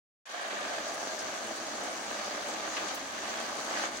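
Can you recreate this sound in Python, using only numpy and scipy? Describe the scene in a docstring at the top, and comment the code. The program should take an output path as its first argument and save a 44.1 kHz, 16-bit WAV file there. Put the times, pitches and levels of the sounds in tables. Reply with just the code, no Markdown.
"""Steady rain in a garden, heard close to an open umbrella.
After a quarter second of silence the rain fades in, bass last: drops patter on taut fabric over the
hiss of wet leaves and asphalt, with faint wind and a hum underneath. Heavy drips soon thud on the
canopy, and from about one second others burst in bright splashes. Wet spatter comes in flurries,
and the thickest one, just before the end, brings a quick run of thuds."""
import sys
import numpy as np
from scipy import signal
from scipy.fft import rfft, irfft
from scipy.io import wavfile
from scipy.ndimage import uniform_filter1d

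SR = 44100
rng = np.random.default_rng(int(sys.argv[2]) if len(sys.argv) > 2 else 0)


def store_pcm(level_fs):
    """Save levels as 16-bit WAV."""
    pcm = np.round(np.clip(level_fs, -1, 1) * 32767).astype(np.int16)
    wavfile.write(sys.argv[1], SR, np.atleast_2d(pcm).T)


N = 176400
DROP_T60_S, DROP_RISE_S = 0.018, 0.00049

# Faders for the drumming, the hollow note and the low ring. Each row: time in seconds, level in dB.
DRUM_FADER = [(.27, -53.5), (.34, -41.5), (.55, -41.5), (.87, -44), (1.3, -42.5), (1.64, -46), (1.9, -42),
              (2.03, -45), (2.13, -41.5), (2.7, -41.5), (2.9, -40), (3.06, -46.5), (3.3, -42), (3.64, -41),
              (3.84, -38), (3.89, -43.5), (3.96, -41), (4.0, -46)]
HOLLOW_FADER = [(.27, -58), (.36, -43.5), (.65, -42.5), (1.3, -46.5), (2, -50), (3, -56)]
RING_FADER = [(.27, -81), (.7, -59), (1.25, -61), (1.5, -49.5), (2.5, -58), (3.3, -53.5), (4, -54.5)]
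# Canopy modes, hollow and low. Each row: pitch in Hz, relative gain in dB, t60 in seconds.
HOLLOW_TONES = [(647, 0.5, .017), (1600, 2.5, 0.01)]
RING_TONES = [(237.5, -5.5, 0.28), (261, -14.5, 0.74), (286.5, 2, 0.19), (332.6, 0.5, 0.17)]
def patter():
    """Rain drums on the fabric, sounds its hollow note and keeps its low modes ringing."""
    hits = shower(per_s=1300, spread_db=3, t60=DROP_T60_S)
    drum = unit_rms(colour(hits, fabric_db)) * fader(DRUM_FADER) * amp(0.98)
    sparse_hits = shower(per_s=250, spread_db=1.5, t60=DROP_T60_S)
    hollow = canopy(colour(sparse_hits, fabric_db), HOLLOW_TONES) * fader(HOLLOW_FADER)
    ring = canopy(hits, RING_TONES) * fader(RING_FADER)
    return drum + hollow + ring


# EQ of the drumming fabric. Each row: frequency in Hz, gain in dB.
FABRIC_EQ = [(130, -24), (165, -22), (210, -10), (330, -5.5), (450, -10), (570, -2), (654, -2), (830, -2),
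             (915, -8.5), (1230, -2.5), (1390, -5.5), (1590, -3.5), (1850, -8), (2250, -10), (2600, -16),
             (3000, -9)]
def fabric_db(hz):
    """The fabric's response: full mids, rolled off at both ends."""
    treble_cut = 16 * np.log2(np.maximum(hz / 2200, 1)) ** 2
    bass_cut = 14 * np.log2(np.maximum(140 / (hz + 1), 1))
    return curve(FABRIC_EQ, hz) - treble_cut - bass_cut


def canopy(hits, modes, drift=0.014, drift_step_s=0.248):
    """The canopy's modes ring and drift in pitch as the fabric tightens and slackens."""
    t, knots = np.arange(N) / SR, np.arange(64) * drift_step_s
    stretch = 1 + drift * np.interp(t, knots, rng.standard_normal(len(knots)))
    out = np.zeros((2, N))
    for hz, db, t60 in modes:
        carrier = np.exp(2j * np.pi * np.cumsum(hz * stretch) / SR)
        feedback = amp(-60 / (t60 * SR))
        envelope = signal.lfilter([1], [1, -feedback], hits / carrier)
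        out += amp(db) * (carrier * envelope).real
    return unit_rms(out)


# Heavy drips. Each row: start in seconds, peak in dB before the trim, pitch of the struck spot in Hz.
THUD_CUES = [(.342, -27.5, 622), (.395, -27, 595), (.529, -24.5, 646), (.781, -24, 751), (.865, -27, 750),
             (1.071, -23.5, 624), (1.509, -29, 700), (2.06, -30, 708), (2.111, -23.5, 676),
             (2.209, -24.5, 832), (2.376, -23.5, 643), (2.676, -23, 775), (2.909, -23.5, 1190),
             (3.401, -25, 866), (3.689, -27, 705), (3.709, -21.5, 1100), (3.772, -22, 1630),
             (3.796, -23, 1830), (3.836, -18.5, 900), (3.853, -21.5, 1400)]
def thuds(trim_db=-2.5, fall_db_per_oct=5):
    """Heavy drips strike the same fabric; each spot favours its own pitch."""
    out = np.zeros((2, N))
    for start, db, spot_hz in THUD_CUES:
        hit = colour(impact(t60=0.019, rise_s=DROP_RISE_S),
                     lambda hz: fabric_db(hz) - fall_db_per_oct * abs(np.log2((hz + 1) / spot_hz)))
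        add(out, start, hit / abs(hit).max() * amp(db + trim_db))
    return out


# Flurries of spatter. Each row: time in seconds, level in dB.
SPATTER_FADER = [(.27, -48), (.37, -45), (.53, -41.5), (.8, -45), (1.1, -52), (2.1, -48), (2.6, -50.5),
                 (2.78, -45), (2.9, -47), (3.03, -49.5), (3.36, -40.5), (3.55, -54), (3.67, -53),
                 (3.71, -43), (3.8, -38.5), (3.86, -39), (3.88, -55), (4, -70)]
# Spatter EQ. Each row: frequency in Hz, relative gain in dB.
SPATTER_EQ = [(200, -28), (700, -11), (1100, 3), (1400, -4.5), (1750, 5.5), (2100, -2.5), (3200, -2.5),
              (5000, -10.5), (9000, -42), (16000, -62)]
def spatter():
    """Brighter, wetter drops hit the umbrella in flurries."""
    drops = shower(per_s=2200, spread_db=4, t60=0.012)
    return equalise(drops, SPATTER_EQ) * fader(SPATTER_FADER)


# Splashing drips. Each row: start in seconds, peak in dB before trim and pan, left minus right in dB,
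# band centre in Hz, t60 in seconds.
SPLASH_CUES = [(.878, -49, 1.5, 8500, .04), (.938, -45, 2, 9600, .055), (1.188, -34, 3, 5750, .08),
               (1.467, -47, 2, 8500, .04), (1.559, -42, 8, 7400, 0.064), (1.833, -43, 4, 7900, .07),
               (1.901, -51, 3, 8500, .04), (2.112, -52, 2, 9000, .04), (2.482, -43, 3, 9000, .05),
               (2.765, -30.5, 2, 2150, 0.093), (2.882, -35, 4, 3500, .08), (2.943, -42.5, 3.5, 15200, .09),
               (2.946, -44, 2, 9900, .04), (3.397, -44, 2.5, 7800, .06), (3.968, -41, 6, 6150, .05)]
def splashes(trim_db=6, rise_s=0.0044, size=6000):
    """Drips burst on wet fabric or ground, each into a short bright spray."""
    out, t, hz = np.zeros((2, N)), np.arange(size) / SR, np.fft.rfftfreq(size, 1 / SR)
    for start, db, pan_db, centre_hz, t60 in SPLASH_CUES:
        width_oct = 0.34 * np.sqrt(9000 / centre_hz)  # duller splashes are wider
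        off_centre = np.log2((hz + 1) / centre_hz) / width_oct
        band = unit_rms(irfft(rfft(stereo_noise(size)) / (1 + off_centre ** 2 / 2) ** 2))
        spray = band * np.minimum(t / rise_s, 1) * amp(-60 * t / t60)
        add(out, start, spray / abs(spray).max() * amp(db + trim_db + pan(pan_db)))
    return out


# Swell of the hiss. Each row: time in seconds, level in dB before the trim.
HISS_FADER = [(.285, -60), (.296, -52.5), (.6, -49.5), (.74, -47), (1.2, -47), (1.4, -47.5), (2.6, -46.5),
              (2.92, -46), (3.05, -48.5), (3.3, -46), (3.55, -47), (3.83, -43.5), (3.92, -50.5),
              (3.97, -46.5), (4, -52)]
# Hiss EQ. Each row: frequency in Hz, relative gain in dB.
HISS_EQ = [(30, -42), (100, -24), (250, 1), (700, 7.5), (1500, 1.5), (2700, -4.5), (3800, -2), (4550, 1.5),
           (5250, -2.5), (6300, 2.5), (7500, -6), (9000, -11.5), (10500, -19.5), (12000, -24), (13500, -23),
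           (15200, -22), (16000, -16)]
def hiss(trim_db=7, spray_db=-2.5):
    """Fine near drops land on leaves and asphalt, over the distant wash."""
    bed = unit_rms(wash())
    spray = unit_rms(shower(per_s=2200, spread_db=3, t60=0.0087, rise_s=0.002))
    return equalise(bed + amp(spray_db) * spray, HISS_EQ) * amp(trim_db) * fader(HISS_FADER)


def wash(patchy_db=2.0):
    """Distant rain merges into noise with drifting patches."""
    spectrum = signal.stft(stereo_noise(N), nperseg=512)[2]
    patches = uniform_filter1d(rng.standard_normal(spectrum.shape[1:]), size=22, axis=0)  # across pitch
    patches = unit_rms(uniform_filter1d(patches, size=10, axis=1))  # across time
    return signal.istft(spectrum * amp(patchy_db * patches), nperseg=512)[1][:, :N]


def ticks(centre_hz=8000, level_db=-61):
    """Single small drops tick brightly on the nearest wet ground."""
    drops = shower(per_s=60, spread_db=2.5, t60=0.033, rise_s=0.002)
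    bright = colour(drops, lambda hz: -41 * np.log2((hz + 1) / centre_hz) ** 2)
    return unit_rms(bright) * amp(level_db)


# Fizz EQ. Each row: frequency in Hz, relative gain in dB.
FIZZ_EQ = [(100, -20), (2000, 20.5), (4500, -1), (6500, -6), (10500, 10.5), (12500, -2), (15500, -13)]
def fizz(level_db=-59):
    """A thin, steady fizz of background noise."""
    return equalise(stereo_noise(N), FIZZ_EQ) * amp(level_db)


# Swell of the wind. Each row: time in seconds, level in dB.
WIND_FADER = [(.26, -75), (.5, -88), (.7, -65), (.95, -78), (1.25, -71), (2.7, -71), (3.3, -71.5), (4, -71)]
# Wind EQ. Each row: frequency in Hz, relative gain in dB.
WIND_EQ = [(20, -6), (38, -15), (58, 6), (70, 7.5), (82, -8), (110, 1), (145, -0.5), (250, -19), (600, -29),
           (2000, -68)]
def wind():
    """Moving air makes a faint low rumble."""
    return equalise(stereo_noise(N), WIND_EQ, size=16384) * fader(WIND_FADER)


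# Swell of the hum. Each row: time in seconds, level in dB.
HUM_FADER = [(.3, -80), (1, -75.5), (2.8, -82), (3.1, -70.5), (3.5, -67), (3.65, -81), (4, -78)]
def hum(centre_hz=101.8, half_width_hz=3.1):
    """A narrow band of noise wavers as a low hum far away."""
    off_centre = (np.fft.rfftfreq(N, 1 / SR) - centre_hz) / half_width_hz
    band = irfft(rfft(stereo_noise(N)) / (1 + off_centre ** 4), N)
    return unit_rms(band) * fader(HUM_FADER)


def echo(x, t60=0.17, crossfade_s=0.299, size=8192, count=6):
    """Ground and nearby walls throw back a short diffuse tail, which changes as the umbrella moves."""
    t, place, out = np.arange(size) / SR, np.arange(N) / SR / crossfade_s, np.zeros((2, N))
    for k in range(count):
        tail = stereo_noise(size) * amp(-60 * t / t60) * (t > .005)
        send = np.sqrt(np.maximum(1 - abs((place - k + 1) % count - 1), 0))  # the tails take turns
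        out += signal.oaconvolve(x * send, tail / np.linalg.norm(tail[0]), axes=1)[:, :N]
    return out


def shower(per_s, spread_db, t60, rise_s=DROP_RISE_S, count=48):
    """Drops of random size land at random times on many spots, each with its own short decay."""
    out = np.zeros((2, N))
    spots = [impact(t60 * 2 ** rng.uniform(-1.02, 1), rise_s) for _ in range(count)]
    for when, size, spot in rng.random((int(per_s * N / SR), 3)):
        db = spread_db * min(-np.log(1 - size), 3.6)  # many soft drops, few loud ones
        add(out, when * N / SR, amp(db) * spots[int(spot * count)])
    return out


def impact(t60, rise_s, size=2048):
    """One drop lands: a noise burst with a fast attack and a short decay."""
    t = np.arange(size) / SR
    return unit_rms(stereo_noise(size) * (1 - np.exp(-t / rise_s)) ** 2 * amp(-60 * t / t60))


# Stereo width. Each row: frequency in Hz, left-right correlation (clipped to -1..1 in use).
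EAR_LIKENESS = [(60, 7), (260, 0.8), (430, 0.47), (640, 0.92), (800, .45), (1000, -0.2), (1250, 0.7),
                (1380, -0.76), (1570, 0.2), (1850, -0.22), (2250, 0.42), (3200, 0.01), (8000, 0)]
def stereo_noise(size):
    """White noise at two ears: alike in the bass, unrelated in the treble."""
    left, other = rfft(rng.standard_normal((2, size)))
    likeness = np.clip(curve(EAR_LIKENESS, np.fft.rfftfreq(size, 1 / SR)), -1, 1)
    right = likeness * left + np.sqrt(1 - likeness ** 2) * other
    return irfft(np.array([left, right]), size)


# Pan by band. Each row: frequency in Hz, left minus right in dB.
BAND_PAN = [(60, 2.5), (83, -2), (110, -1), (160, -1), (220, 1), (300, 0.5), (420, 0.5), (580, 0.5),
            (810, -2), (1120, -0.5), (1540, -2), (2140, -1), (2960, 1.5), (4090, -3), (5660, 5), (7830, 6),
            (10800, -4), (15000, 7.5)]
def colour(x, shape_db, size=4096):
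    """Minimum-phase filter with the gain shape_db(Hz), panned band by band."""
    hz = abs(np.fft.fftfreq(size, 1 / SR))
    log_gain = np.log(amp(np.maximum(shape_db(hz), -100) + pan(curve(BAND_PAN, hz))))
    response = np.exp(np.conj(signal.hilbert(log_gain)))
    taps = np.fft.ifft(response).real[:, :size // 2]
    return signal.oaconvolve(x, taps, axes=1)[:, :x.shape[1]]


def equalise(x, eq, size=4096):
    """Colours a sound with an EQ table, at rms 1."""
    return unit_rms(colour(x, lambda hz: curve(eq, hz), size))


def curve(points, hz):
    """Reads a table on a log-frequency axis."""
    knots_hz, values = np.transpose(points)
    return np.interp(np.log(hz + 1), np.log(knots_hz + 1), values)


def fader(points):
    """A level curve as gain per sample."""
    return amp(np.interp(np.arange(N) / SR, *np.transpose(points)))


def pan(db):
    """Splits a left-minus-right level between the ears."""
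    return np.array([[.5], [-.5]]) * db


def amp(db):
    """Decibels to gain."""
    return 10 ** (np.asarray(db) / 20)


def unit_rms(x):
    """Scales to rms 1."""
    return x / np.sqrt(np.mean(x ** 2) + 1e-20)


def add(mix, start, sound):
    """Mixes a stereo sound in at start seconds."""
    part = mix[:, round(start * SR):][:, :sound.shape[1]]
    part += sound[:, :part.shape[1]]


def scene(echo_db=-8.5):
    """The close rain and its echo, over the garden's rain, a thin fizz, wind and hum."""
    near = patter() + spatter() + thuds() + splashes()
    return near + amp(echo_db) * echo(near) + hiss() + ticks() + fizz() + wind() + hum()


def record(dry, start_s=0.255, bass_hz=380, bass_fade_s=0.32, top_hz=15850):
    """Silence, then a quick fade in with the bass arriving last, all through a steep high cut."""
    age = np.maximum(np.arange(N) / SR - start_s, 0)
    fade = np.minimum(age / 0.00079, 1) * amp(-5 * np.exp(-age / 0.014))
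    thin = signal.sosfiltfilt(signal.butter(1, bass_hz, "high", fs=SR, output="sos"), dry)
    bass = (dry - thin) * np.minimum(age / bass_fade_s, 1) ** 2
    high_cut = signal.firwin(801, top_hz, window=("kaiser", 9), fs=SR)
    return signal.oaconvolve((thin + bass) * fade, high_cut[None], "same")


dry = scene()
out = record(dry)
store_pcm(out)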